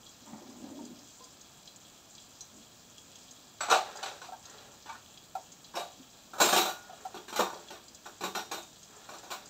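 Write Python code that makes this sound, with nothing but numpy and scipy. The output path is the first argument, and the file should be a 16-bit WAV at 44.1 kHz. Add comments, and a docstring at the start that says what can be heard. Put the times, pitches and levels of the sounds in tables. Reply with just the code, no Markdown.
"""A hand rummages through steel cutlery in the plastic tray of a kitchen drawer it has just rolled open.
Every contact is struck noise plus decaying sines in three layers: tray, drawer and ringing steel.
Random clicks, coloured and echoed by a small tiled room, make the rolling runners and dragged cutlery.
Close by, garlic sizzles quietly in a frying pan: fizz, crackles and spits that ring the pan's bowl.
The low rush of the room lies beneath."""
import sys
import numpy as np
from scipy import signal
from scipy.fft import rfft, irfft, next_fast_len
from scipy.io import wavfile

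SR = 44100
rng = np.random.default_rng(int(sys.argv[2]) if len(sys.argv) > 2 else 0)


def to_wav(s):
    """Save 16-bit WAV."""
    ch = np.atleast_2d(s).T  # columns
    pcm = np.round(np.clip(ch, -1, 1) * 32767)  # PCM
    wavfile.write(sys.argv[1], SR, pcm.astype(np.int16))


N = 418905

# Lengths in samples: a whole hit, its ringing part, the first 40 ms by which hits are levelled
HIT_SIZE, RING_SIZE, LEVEL_SIZE = 18000, 14000, 1764
HIT_TIME = np.arange(HIT_SIZE) / SR

# Room and output
KITCHEN_T60_S, WALL_ECHO_S = 0.33, 0.012
CUTOFF_HZ = 15600
# Spectrum of the room's low rush: pitch_hz [Hz], level_db [dB, relative]
ROOM_TONE_COLOUR = [(12, -57), (20, -18), (103, -5), (163, -5), (245, -4.5), (449, -11), (744, -9),
                    (874, -11.5), (1390, -14), (1510, -21), (1640, -13.5), (1960, -22.5), (2500, -16.5),
                    (3250, -43), (5500, -120)]
ROOM_TONE_DB = -60.5

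# Resonances of the pan's bowl: pitch_hz [Hz], width_hz [Hz], level_db [dB, relative]
PAN_MODES = [(3325, 120, 7), (4054, 130, 4.5), (4860, 120, 5), (6030, 200, 3), (6470, 130, 3),
             (6900, 150, 3), (7320, 150, 5)]
# Spectrum of the frying: pitch_hz [Hz], level_db [dB, relative]
SIZZLE_COLOUR = [(1200, -3), (2100, -16), (2700, -4), (3600, -3), (5200, -5), (6400, -2.5), (7500, -1),
                 (8300, -7), (9300, -20), (12000, -12), (13500, -12), (15300, -7)]
# Spits of oil at set times: start_s [s], level_db [dB, before the spit trim], pitch_hz [Hz]
SET_SPITS = [(1.675, -39, 3520), (1.76, -42, 7310), (2.4073, -34, 6500), (3.31, -40.5, 7200),
             (3.97, -36, 6150), (4.454, -39.5, 4850), (4.582, -44, 4080), (7.6842, -40.5, 3330),
             (7.947, -39.5, 7310), (9.457, -42, 7200)]
# Further spits at random times: mean level and its spread, before the spit trim
RANDOM_SPIT_DB, RANDOM_SPIT_SPREAD_DB = -42, 0.4
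SPIT_TRIM_DB = -8.0

# Runners as the drawer is pulled open: start_s [s], level_db [dB, before the rumble and rail trims]
ROLL = [(0.2, -81), (0.322, -48), (0.606, -51.5), (0.642, -41), (0.836, -46.5), (0.864, -52), (0.9, -50),
        (1.1, -78)]
# Spectrum of the rolling: pitch_hz [Hz], level_db [dB, relative]
ROLL_COLOUR = [(90, -3), (150, -22), (220, 8), (290, 5.5), (370, -1.5), (470, -12.5), (620, -5),
               (950, -31.5), (1500, -41), (2400, -42), (4000, -59)]
# A later nudge a little further: start_s [s], length_s [s, before its release], level_db [dB, as in ROLL]
NUDGE = (2.5, .07, -54)
# Runners scrape as the drawer breaks free: start_s [s], length_s [s, before its release], level_db [dB]
SCRAPE = (.25, 0.046, -57)
# Spectrum of the scrape: pitch_hz [Hz], level_db [dB, relative]
SCRAPE_COLOUR = [(500, 0), (750, 8.5), (1050, 4), (1500, -6), (1900, -6), (2300, -8), (3200, -28)]
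RUMBLE_DB, RAIL_DB = -2.5, -17.5   # roller rumble and rail hiss, relative to the runners
# The drawer jolts on its rollers: start_s [s], level_db [dB], pitch_hz [Hz]
JOLTS = [(.33, -46, 214), (.635, -54, 256), (0.904, -50.5, 237), (5.995, -52.5, 260)]
# Further roller bumps at random times: level relative to ROLL, and middle pitch
BUMP_DB, BUMP_HZ = -6, 264.4

# Clear tones of single parts that ring on alone: start_s [s], pitch_hz [Hz], level_db [dB], t60_s [s]
LOOSE_RINGS = [(.79, 917, -42.5, 0.084), (1.205, 1026, -51.5, 0.36), (1.205, 483, -54, 0.27),
               (2.411, 5940, -43, 0.13), (3.606, 1466, -28, 0.073), (3.609, 7750, -31, 0.18),
               (4.891, 908, -37, 0.18), (4.892, 2280, -46.5, 0.14), (5.752, 5470, -40.5, 0.14),
               (5.768, 699, -30.5, 0.29), (6.408, 7370, -26, 0.34), (6.487, 8857, -37, 0.45),
               (6.526, 1140, -27.5, 0.29), (6.589, 3885, -31.5, 0.35), (6.66, 1440, -42, 0.82),
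               (7.392, 497, -26, 0.2), (8.236, 3860, -39, 0.23), (8.349, 4020, -45, 0.33)]
# Soft knocks of a handle rocking on the tray: start_s [s], level_db [dB], pitch_hz [Hz]
SOFT_KNOCKS = [(3.954, -49.5, 780), (4.286, -48, 737), (4.321, -46.5, 756), (4.331, -49, 890),
               (5.352, -37, 763), (6.895, -51.5, 734), (6.929, -52, 695), (7.051, -40.5, 764)]

# The hand drags cutlery over the tray: start_s [s], length_s [s, before release],
# level_db [dB, before the slip and graze trims]
STROKES = [(3.807, 0.27, -37.5), (4.42, 0.21, -46), (6.7, 0.43, -48.5), (7.5, 0.15, -51), (8.86, 0.76, -49)]
STROKE_ATTACK_S, STROKE_RELEASE_S = 0.067, 0.21
SLIP_DB, GRAZE_DB = -11, -15.5   # handles on plastic, steel on steel
GRAZE_HARDNESS_HZ = 6760

# Modes of the plastic tray: pitch_hz [Hz], level_db [dB, relative], t60_s [s]
TRAY_MODES = [(490, 6.5, 0.082), (593.5, -1.5, 0.46), (759, 2.5, 0.37), (805, 2, 0.088), (883, -2, 0.12),
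              (925, 1, 0.26), (1163, -8.5, 0.14), (1167, 3, 0.3), (1192, 2, 0.23), (1464, 13, 0.17),
              (1508, 11, 0.091)]
# Modes of the wooden drawer: pitch_hz [Hz], level_db [dB, relative], t60_s [s]
DRAWER_MODES = [(194, -6, 0.28), (234, 8, 0.085), (347, 2, 0.15), (429.5, 6, 0.32)]
# Modes of a spoon: pitch_hz [Hz], level_db [dB, relative], t60_s [s]
SPOON = [(2485, -7, 0.099), (3020, -10, 0.17), (3470, -25, .2), (4070, -9, 0.2), (5930, 8, 0.037),
         (5916, -12, 0.23), (7310, -19, .25), (7720, -2, 0.2), (8200, -13, 0.11), (9800, -15, 0.091),
         (11900, -19, 0.2), (15120, -12, .12)]
# Modes of a fork: pitch_hz [Hz], level_db [dB, relative], t60_s [s]
FORK = [(2360, 5, 0.098), (2920, -1, 0.28), (3800, 0, 0.31), (4030, -19, .3), (5700, -10, 0.18),
        (8200, -17, .3), (10440, -9, 0.27), (10885, -21, .35), (11600, -9, .3), (15200, -5, .2)]
# Modes of a knife: pitch_hz [Hz], level_db [dB, relative], t60_s [s]
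KNIFE = [(2360, 1.5, 0.12), (2920, -19, 0.38), (3700, -2, 0.41), (4040, 2, 0.1), (4200, -3, 0.16),
         (5660, -1, 0.35), (6700, -21, 0.13), (7200, 0, .2), (11900, -29, 0.11), (11900, -7, .2),
         (12740, -17, 0.19), (14680, -13, 0.18), (15190, -8, .22)]
# Modes of a heap of cutlery: pitch_hz [Hz], level_db [dB, relative], t60_s [s]
HEAP = [(2400, -11, .25), (2690, -10, .25), (3690, -6, .28), (3924, -1, .33), (4172, -7, .28),
        (5211, -5, .3), (5803, -5, .28), (6610, -5, .3), (7364, -3, .27), (7504, -7, .27), (8860, -9, .2),
        (11680, -8, .25), (12736, -9, .25), (13856, -9, .25), (14147, -8, .3), (14642, -5, .2),
        (15191, -8, .2)]
# What the hand is moving: start_s [s], modes [a mode table above]
IN_HAND = [(0, SPOON), (5, FORK), (6.2, HEAP), (7, KNIFE)]
# Contact hardness for each row of IN_HAND: cutoff_hz [Hz]
HARDNESS_HZ = [6700, 13000, 19000, 15500]
# Crowd of damped modes in the drawer: pitch_hz [Hz], level_db [dB, relative]
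DRAWER_CLACK = [(90, -39), (140, -37), (185, 6), (260, -12.5), (350, 14), (440, -3), (540, -20), (800, -47)]
# Crowd of damped modes in the tray: pitch_hz [Hz], level_db [dB, relative]
TRAY_CLACK = [(300, -2), (460, -1), (600, 0.5), (770, 4.5), (1050, -1.5), (1200, -3.5), (1600, -3.5),
              (1900, -5), (2600, -46)]
# Crowd of damped modes in the steel: pitch_hz [Hz], level_db [dB, relative]
STEEL_CLACK = [(1300, 4), (2000, -4.5), (2450, 3), (3100, -2), (3900, 4.5), (4900, -4.5), (6300, -2),
               (7500, -1.5), (8400, -6.5), (9500, -19.5), (10800, -16.5), (11800, -9), (13000, -10),
               (15200, -7.5)]
# A piece drops or is pushed: start_s [s], tray_db, drawer_db, steel_db [dB, before the material trims],
# knock_hz [Hz, centre of the first knock], settle_s [s, until the last rebound]
CLATTERS = [(3.606, -33.5, -57, -40, 1240, 0.048), (3.682, -35, -54, -48, 880, .011),
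            (3.698, -26.5, -52, -33.5, 960, .02), (3.71, -21, -42, -30, 990, 0.019),
            (3.743, -27.5, -54, -37.5, 830, 0.027), (4.028, -37, -63, -40, 920, .05),
            (4.215, -45.5, -75, -51.5, 900, 0.041), (4.858, -49, -65, -56, 970, .02),
            (4.892, -42.5, -71, -53.5, 1070, 0.055), (5.738, -44, -52, -59, 880, .012),
            (5.753, -42.5, -53, -45.5, 800, .01), (5.768, -35.5, -55, -44, 795, 0.037),
            (6.333, -42.5, -56, -55.5, 900, 0.032), (6.382, -38.5, -58, -46, 820, 0.015),
            (6.4, -23, -38, -29.5, 830, 0.015), (6.413, -29, -35, -26.5, 860, 0.039),
            (6.457, -32, -37.5, -36.5, 775, .02), (6.486, -29.5, -43, -32.5, 1010, 0.032),
            (6.526, -24, -37, -29.5, 850, 0.022), (6.561, -27, -34.5, -27.5, 860, .02),
            (6.59, -31, -41, -35, 870, 0.038), (6.653, -31, -52, -38, 940, 0.041),
            (7.143, -43.5, -47, -53, 955, 0.033), (7.28, -48, -54, -50, 1250, .02),
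            (7.326, -41, -49, -46.5, 950, 0.023), (7.359, -35.5, -51, -37, 930, 0.026),
            (7.392, -25, -34, -36, 895, .014), (7.464, -41.5, -60, -62, 830, 0.054),
            (7.526, -43.5, -53, -57.5, 740, 0.058), (7.703, -45, -52.5, -50.5, 1000, 0.05),
            (8.056, -45.5, -58.5, -54.5, 1210, 0.012), (8.207, -42.5, -46, -47, 965, 0.016),
            (8.235, -34, -40.5, -40, 950, 0.023), (8.349, -33.5, -44.5, -39, 1030, 0.041),
            (8.513, -37, -48, -40, 850, 0.028), (8.572, -47, -55, -50, 790, .015),
            (9.089, -44.5, -58, -53.5, 880, .03), (9.135, -48, -60, -53.5, 890, .025),
            (9.233, -49.5, -58, -58, 940, 0.031), (9.303, -42, -54.5, -44.5, 850, 0.013),
            (9.314, -40.5, -66, -45, 1120, 0.027)]
# Mean loss at each rebound: tray_db, drawer_db, steel_db [dB]
REBOUND_LOSS_DB = [4.5, 4.5, 4.5]
REBOUND_GAP_SHARE = .75   # each gap as a share of the one before, on average
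REBOUND_SPREAD_DB = 1
KNOCK_SPREAD_OCTAVES = 0.27   # a rebound lands on another spot of the tray
STEEL_RING_DB, STEEL_NEIGHBOURS_DB = -4, -2   # own modes and neighbours' modes, relative to the clack


def from_db(db):
    """Decibels to gain."""
    return 10 ** (np.asarray(db) / 20)


def rms_one(x, size=None):
    """Scale so that the first size samples have rms 1."""
    return x / np.sqrt(np.mean(x[:size] ** 2) + 1e-20)


def decay(t60):
    """An envelope that falls 60 dB in t60 seconds."""
    return from_db(-60 * HIT_TIME / max(t60, 1e-3))


def add(track, start_s, sound):
    """Mix a sound into the track from start_s seconds on."""
    at = max(int(start_s * SR), 0)
    track[at:at + len(sound)] += sound[:N - at]


def hit_noise():
    """White noise as long as one hit."""
    return rng.standard_normal(HIT_SIZE)


def colour(x, spectrum, emphasis=np.ones_like):
    """Filter a sound to a spectrum of (Hz, dB) points, times a gain that depends on frequency."""
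    size = next_fast_len(len(x))
    hz = np.maximum(np.fft.rfftfreq(size, 1 / SR), 1)
    points, levels = np.transpose(spectrum)
    above_db = levels[-1] if points[-1] > 1e4 else -80
    level_db = np.interp(np.log(hz), np.log(points), levels, left=-70, right=above_db)
    return irfft(rfft(x, size) * from_db(level_db) * emphasis(hz), size)[:len(x)]


def hump(hz, centre_hz, octaves):
    """A broad resonance on a log-frequency axis."""
    return 1 / np.sqrt(1 + (np.log2(hz / centre_hz) / octaves) ** 4)


def grains(per_s, spread_db):
    """Random clicks of either polarity, of uneven size where spread_db is above zero."""
    swell = np.minimum(rng.exponential(1, N), 5)
    sizes = from_db(spread_db * swell) * rng.choice([-1, 1], N)
    return sizes * (rng.random(N) < per_s / SR)


def level_curve(rows):
    """Gain over time from (s, dB) rows, silent outside them."""
    start_s, level_db = np.transpose(rows)
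    return np.interp(np.arange(N) / SR, start_s, from_db(level_db), left=0, right=0)


def push(start_s, length_s, level_db, attack_s, release_s):
    """Gain of one movement: it gathers speed, holds until its length is over and runs out."""
    t = np.arange(N) / SR - start_s
    gather = np.clip(t / attack_s, 0, 1)
    run_out = np.clip(1 - (t - length_s) / release_s, 0, 1)
    return from_db(level_db) * gather * run_out


def kitchen(x, wet_db):
    """Direct sound plus the diffuse echo of the tiled walls, as decaying noise."""
    echo = hit_noise() * decay(KITCHEN_T60_S) * (1 - decay(0.0051))
    wet = signal.fftconvolve(x, echo / np.linalg.norm(echo))[:len(x)]
    return x + from_db(wet_db) * wet


def wall_echo(x, echo_db):
    """The facing wall returns one distinct reflection."""
    out = x.copy()
    add(out, WALL_ECHO_S, from_db(echo_db) * x)
    return out


def chime(modes, emphasis, spread_db):
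    """Decaying sines; each spot that is struck favours other modes."""
    hz, level_db, t60 = np.transpose(modes)
    strength = from_db(level_db + spread_db * rng.standard_normal(len(hz))) * emphasis(hz)
    t = HIT_TIME[:RING_SIZE].astype(np.float32)
    fade_rate = np.log(1000) / np.maximum(t60, .01)
    phases = 2 * np.pi * rng.random(len(hz))
    # One row per mode; single precision keeps it quick
    turn, fade, phase = np.float32([2 * np.pi * hz, fade_rate, phases])[:, :, None]
    ring = strength.astype(np.float32) @ (np.sin(turn * t + phase) * np.exp(-fade * t))
    return rms_one(np.pad(ring, (0, HIT_SIZE - RING_SIZE)), size=LEVEL_SIZE)


def room_rush():
    """The low rush of the room: steady noise with a dark spectrum."""
    return from_db(ROOM_TONE_DB) * rms_one(colour(rng.standard_normal(N), ROOM_TONE_COLOUR))


def pan_resonance(hz):
    """Gain of the pan's ringing bowl: a sum of narrow resonance peaks."""
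    gain = 1
    for centre_hz, width_hz, level_db in PAN_MODES:
        gain = gain + (from_db(level_db) - 1) / (1 + (2 * (hz - centre_hz) / width_hz) ** 2)
    return gain


def sizzle_fizz():
    """Dense equal clicks of bursting bubbles, gently tinted by the pan."""
    tint = lambda hz: np.sqrt(pan_resonance(hz))
    return rms_one(colour(grains(per_s=5000, spread_db=0.0), SIZZLE_COLOUR, tint))


def sizzle_crackle():
    """Sparser uneven pops in nine pitch bands, ringing the pan and the room."""
    crackle = np.zeros(N)
    for centre_hz in np.geomspace(2800, 8500, num=9):
        band = lambda hz: pan_resonance(hz) * hump(hz, centre_hz, octaves=.25)
        pops = colour(grains(per_s=35, spread_db=2.6), SIZZLE_COLOUR, band)
        crackle += kitchen(pops, wet_db=3.0)
    return rms_one(crackle)


def random_spits(count):
    """Further spits at random times, each on one pan resonance: rows of start_s, level_db, pitch_hz."""
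    start_s = (np.arange(count) + rng.random(count)) / count * N / SR
    level_db = RANDOM_SPIT_DB + RANDOM_SPIT_SPREAD_DB * rng.standard_normal(count)
    pitch_hz = rng.choice([hz for hz, _, _ in PAN_MODES], count)
    return list(zip(start_s, level_db, pitch_hz))


def oil_spits():
    """Each spit is a short noise burst that rings the bowl around its own pitch."""
    spits = np.zeros(N)
    for start_s, level_db, pitch_hz in SET_SPITS + random_spits(count=22):
        pitched = lambda hz: hump(hz, pitch_hz, octaves=0.43)
        burst = rms_one(colour(hit_noise(), SIZZLE_COLOUR, pitched) * decay(0.057), size=LEVEL_SIZE)
        bowl_modes = [(hz, mode_db, .07) for hz, _, mode_db in PAN_MODES]
        bowl = chime(bowl_modes, pitched, spread_db=7.0)
        spit = (burst + from_db(2.5) * bowl) * (1 - decay(0.0044))
        # Levelled over its first 6 ms
        add(spits, start_s, from_db(level_db + SPIT_TRIM_DB) * rms_one(spit, size=264))
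    return kitchen(spits, wet_db=-9.0)


def frying():
    """Garlic in the pan: a fine fizz, sparser crackles and single spits of oil."""
    return from_db(-60.5) * sizzle_fizz() + from_db(-59.5) * sizzle_crackle() + oil_spits()


def runners():
    """Rollers rumble and hiss along the rails as dense clicks; at first the rails scrape."""
    rumble = rms_one(kitchen(colour(grains(per_s=600, spread_db=3.5), ROLL_COLOUR), wet_db=0))
    scrape = rms_one(kitchen(colour(grains(per_s=230, spread_db=3.5), SCRAPE_COLOUR), wet_db=6))
    rolling = level_curve(ROLL) + push(*NUDGE, attack_s=0.043, release_s=.08)
    scraping = from_db(RAIL_DB) * rolling + push(*SCRAPE, attack_s=0.048, release_s=0.29)
    return from_db(RUMBLE_DB) * rolling * rumble + scraping * scrape


def bumps(count):
    """Roller bumps at random times, as hard as the drawer runs: rows of start_s, level_db, pitch_hz."""
    times, levels = np.transpose(ROLL)
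    start_s = times[0] + (times[-1] - times[0]) * (np.arange(count) + rng.random(count)) / count
    level_db = np.interp(start_s, times, levels) + BUMP_DB
    pitch_hz = BUMP_HZ * 2 ** (0.23 * rng.standard_normal(count))
    return list(zip(start_s, level_db, pitch_hz))


def jolts():
    """The drawer box booms briefly at each jolt: three low, fast-fading modes."""
    out = np.zeros(N)
    for start_s, level_db, pitch_hz in JOLTS + bumps(count=12):
        box_modes = [(pitch_hz, 0, .11), (pitch_hz * 1.45, -9, .09), (pitch_hz * .68, -11, .1)]
        boom = chime(box_modes, np.ones_like, spread_db=3.5) * (1 - decay(0.039))
        add(out, start_s, from_db(level_db) * rms_one(boom, size=LEVEL_SIZE))
    return out


def loose_rings():
    """Single decaying sines from the rails and from pieces left free to swing."""
    out = np.zeros(N)
    for start_s, pitch_hz, level_db, t60 in LOOSE_RINGS:
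        envelope = decay(t60) * (1 - decay(0.004)) ** 3   # soft onset
        add(out, start_s, from_db(level_db) * np.sin(2 * np.pi * pitch_hz * HIT_TIME) * envelope)
    return out


def soft_knocks():
    """A blunt touch wakes one panel of the tray, with a weak overtone and a faint tick of steel."""
    out = np.zeros(N)
    for start_s, level_db, pitch_hz in SOFT_KNOCKS:
        panel_modes = [(pitch_hz, 0, .05), (pitch_hz * 1.78, -12, .05)]
        panel = chime(panel_modes, np.ones_like, spread_db=0.0)
        near_pitch = lambda hz: hump(hz, pitch_hz, octaves=0.32)
        tail = rms_one(colour(hit_noise(), TRAY_CLACK, near_pitch) * decay(0.24), size=LEVEL_SIZE)
        tick = rms_one(colour(hit_noise(), STEEL_CLACK) * decay(0.098), size=LEVEL_SIZE)
        knock = rms_one((panel + from_db(-11) * tail) * (1 - decay(.035)), size=LEVEL_SIZE)
        add(out, start_s, from_db(level_db) * (knock + from_db(-19.0) * tick))
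    return wall_echo(out, echo_db=-9.0)


def dragging():
    """Handles stick and slip on the plastic and graze one another, as two streams of clicks."""
    effort = sum(push(*stroke, STROKE_ATTACK_S, STROKE_RELEASE_S) for stroke in STROKES)
    slips = rms_one(kitchen(colour(grains(per_s=440, spread_db=4.0), TRAY_CLACK), wet_db=6.5))
    soft = lambda hz: 1 / np.hypot(1, (hz / GRAZE_HARDNESS_HZ) ** 2)
    grazes = rms_one(kitchen(colour(grains(per_s=120, spread_db=1.6), STEEL_CLACK, soft), wet_db=3))
    return effort * (from_db(SLIP_DB) * slips + from_db(GRAZE_DB) * grazes)


def chance_modes(spectrum, count, t60):
    """Modes of whatever else is touched: random pitches, as strong as the spectrum there."""
    points, levels = np.transpose(spectrum)
    pitches = rng.uniform(points[1], points[-2], count)
    fades_s = t60 * rng.uniform(.6, 1.4, count)
    return list(zip(pitches, np.interp(pitches, points, levels), fades_s))


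def strike(spectrum, modes, emphasis, ring_db, others_db, clack_t60, room_db, rise_s, count):
    """One blow: a noisy clack with its room tail, the body's own modes and those of its neighbours."""
    envelope = np.hypot(decay(clack_t60), from_db(room_db) * decay(KITCHEN_T60_S))
    clack = rms_one(colour(hit_noise(), spectrum, emphasis) * envelope, size=LEVEL_SIZE)
    ring = chime(modes, emphasis, spread_db=3.0)
    others = chime(chance_modes(spectrum, count, t60=0.13), emphasis, spread_db=4.0)
    blow = clack + from_db(ring_db) * ring + from_db(others_db) * others
    return rms_one(blow * (1 - decay(rise_s)), size=LEVEL_SIZE)


def contact(tray_db, drawer_db, steel_db, knock_hz, piece, hard_hz):
    """One touch sounds in the tray, in the drawer under it and in the steel."""
    spot = lambda hz: hump(hz, knock_hz, octaves=0.56)
    hardness = lambda hz: 1 / np.sqrt(1 + (hz / hard_hz) ** 4)
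    tray = strike(TRAY_CLACK, TRAY_MODES, spot, ring_db=-3.0, others_db=2,
                  clack_t60=0.028, room_db=-11, rise_s=0.02, count=8)
    drawer = strike(DRAWER_CLACK, DRAWER_MODES, np.ones_like, ring_db=-3, others_db=-10,
                    clack_t60=.07, room_db=-4, rise_s=.015, count=4)
    steel = strike(STEEL_CLACK, piece, hardness, ring_db=STEEL_RING_DB, others_db=STEEL_NEIGHBOURS_DB,
                   clack_t60=.07, room_db=-1, rise_s=.018, count=24)
    # Material trims
    return from_db(tray_db - 3.5) * tray + from_db(drawer_db - 1.5) * drawer + from_db(steel_db - 0.9) * steel


def touches(settle_s, count):
    """A blow and its rebounds, on average quicker and weaker: rows of delay_s, three change_db, ratio."""
    k = np.arange(count + 1)
    timing, force, spot = rng.standard_normal((3, count + 1)) * (k > 0)   # the first blow is not varied
    delay = np.cumsum((k > 0) * REBOUND_GAP_SHARE ** k * np.exp(.15 * timing))
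    change_db = REBOUND_SPREAD_DB * force[:, None] - np.outer(k, REBOUND_LOSS_DB)
    return zip(settle_s * delay / delay[-1], change_db, 2 ** (KNOCK_SPREAD_OCTAVES * spot))


def piece_in_hand(at_s):
    """The modes and contact hardness of what the hand is moving at that time."""
    begun = [(modes, hz) for (start_s, modes), hz in zip(IN_HAND, HARDNESS_HZ) if start_s <= at_s]
    return begun[-1]


def cutlery():
    """Each piece lands, rebounds twice and settles."""
    out = np.zeros(N)
    for start_s, tray_db, drawer_db, steel_db, knock_hz, settle_s in CLATTERS:
        piece, hard_hz = piece_in_hand(start_s)
        for delay_s, change_db, ratio in touches(settle_s, count=2):
            levels_db = np.array([tray_db, drawer_db, steel_db]) + change_db
            add(out, start_s + delay_s, contact(*levels_db, knock_hz * ratio, piece, hard_hz))
    return out


def scene():
    """The drawer and the pan over the low rush of the room."""
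    drawer = runners() + jolts() + loose_rings() + soft_knocks() + dragging() + cutlery()
    return (room_rush() + frying() + drawer)[None]


def record(dry):
    """A steep elliptic low-pass cuts the top."""
    low_pass = signal.ellip(12, .2, 90, CUTOFF_HZ, fs=SR, output="sos")
    return signal.sosfilt(low_pass, dry)


dry = scene()
out = record(dry)
to_wav(out)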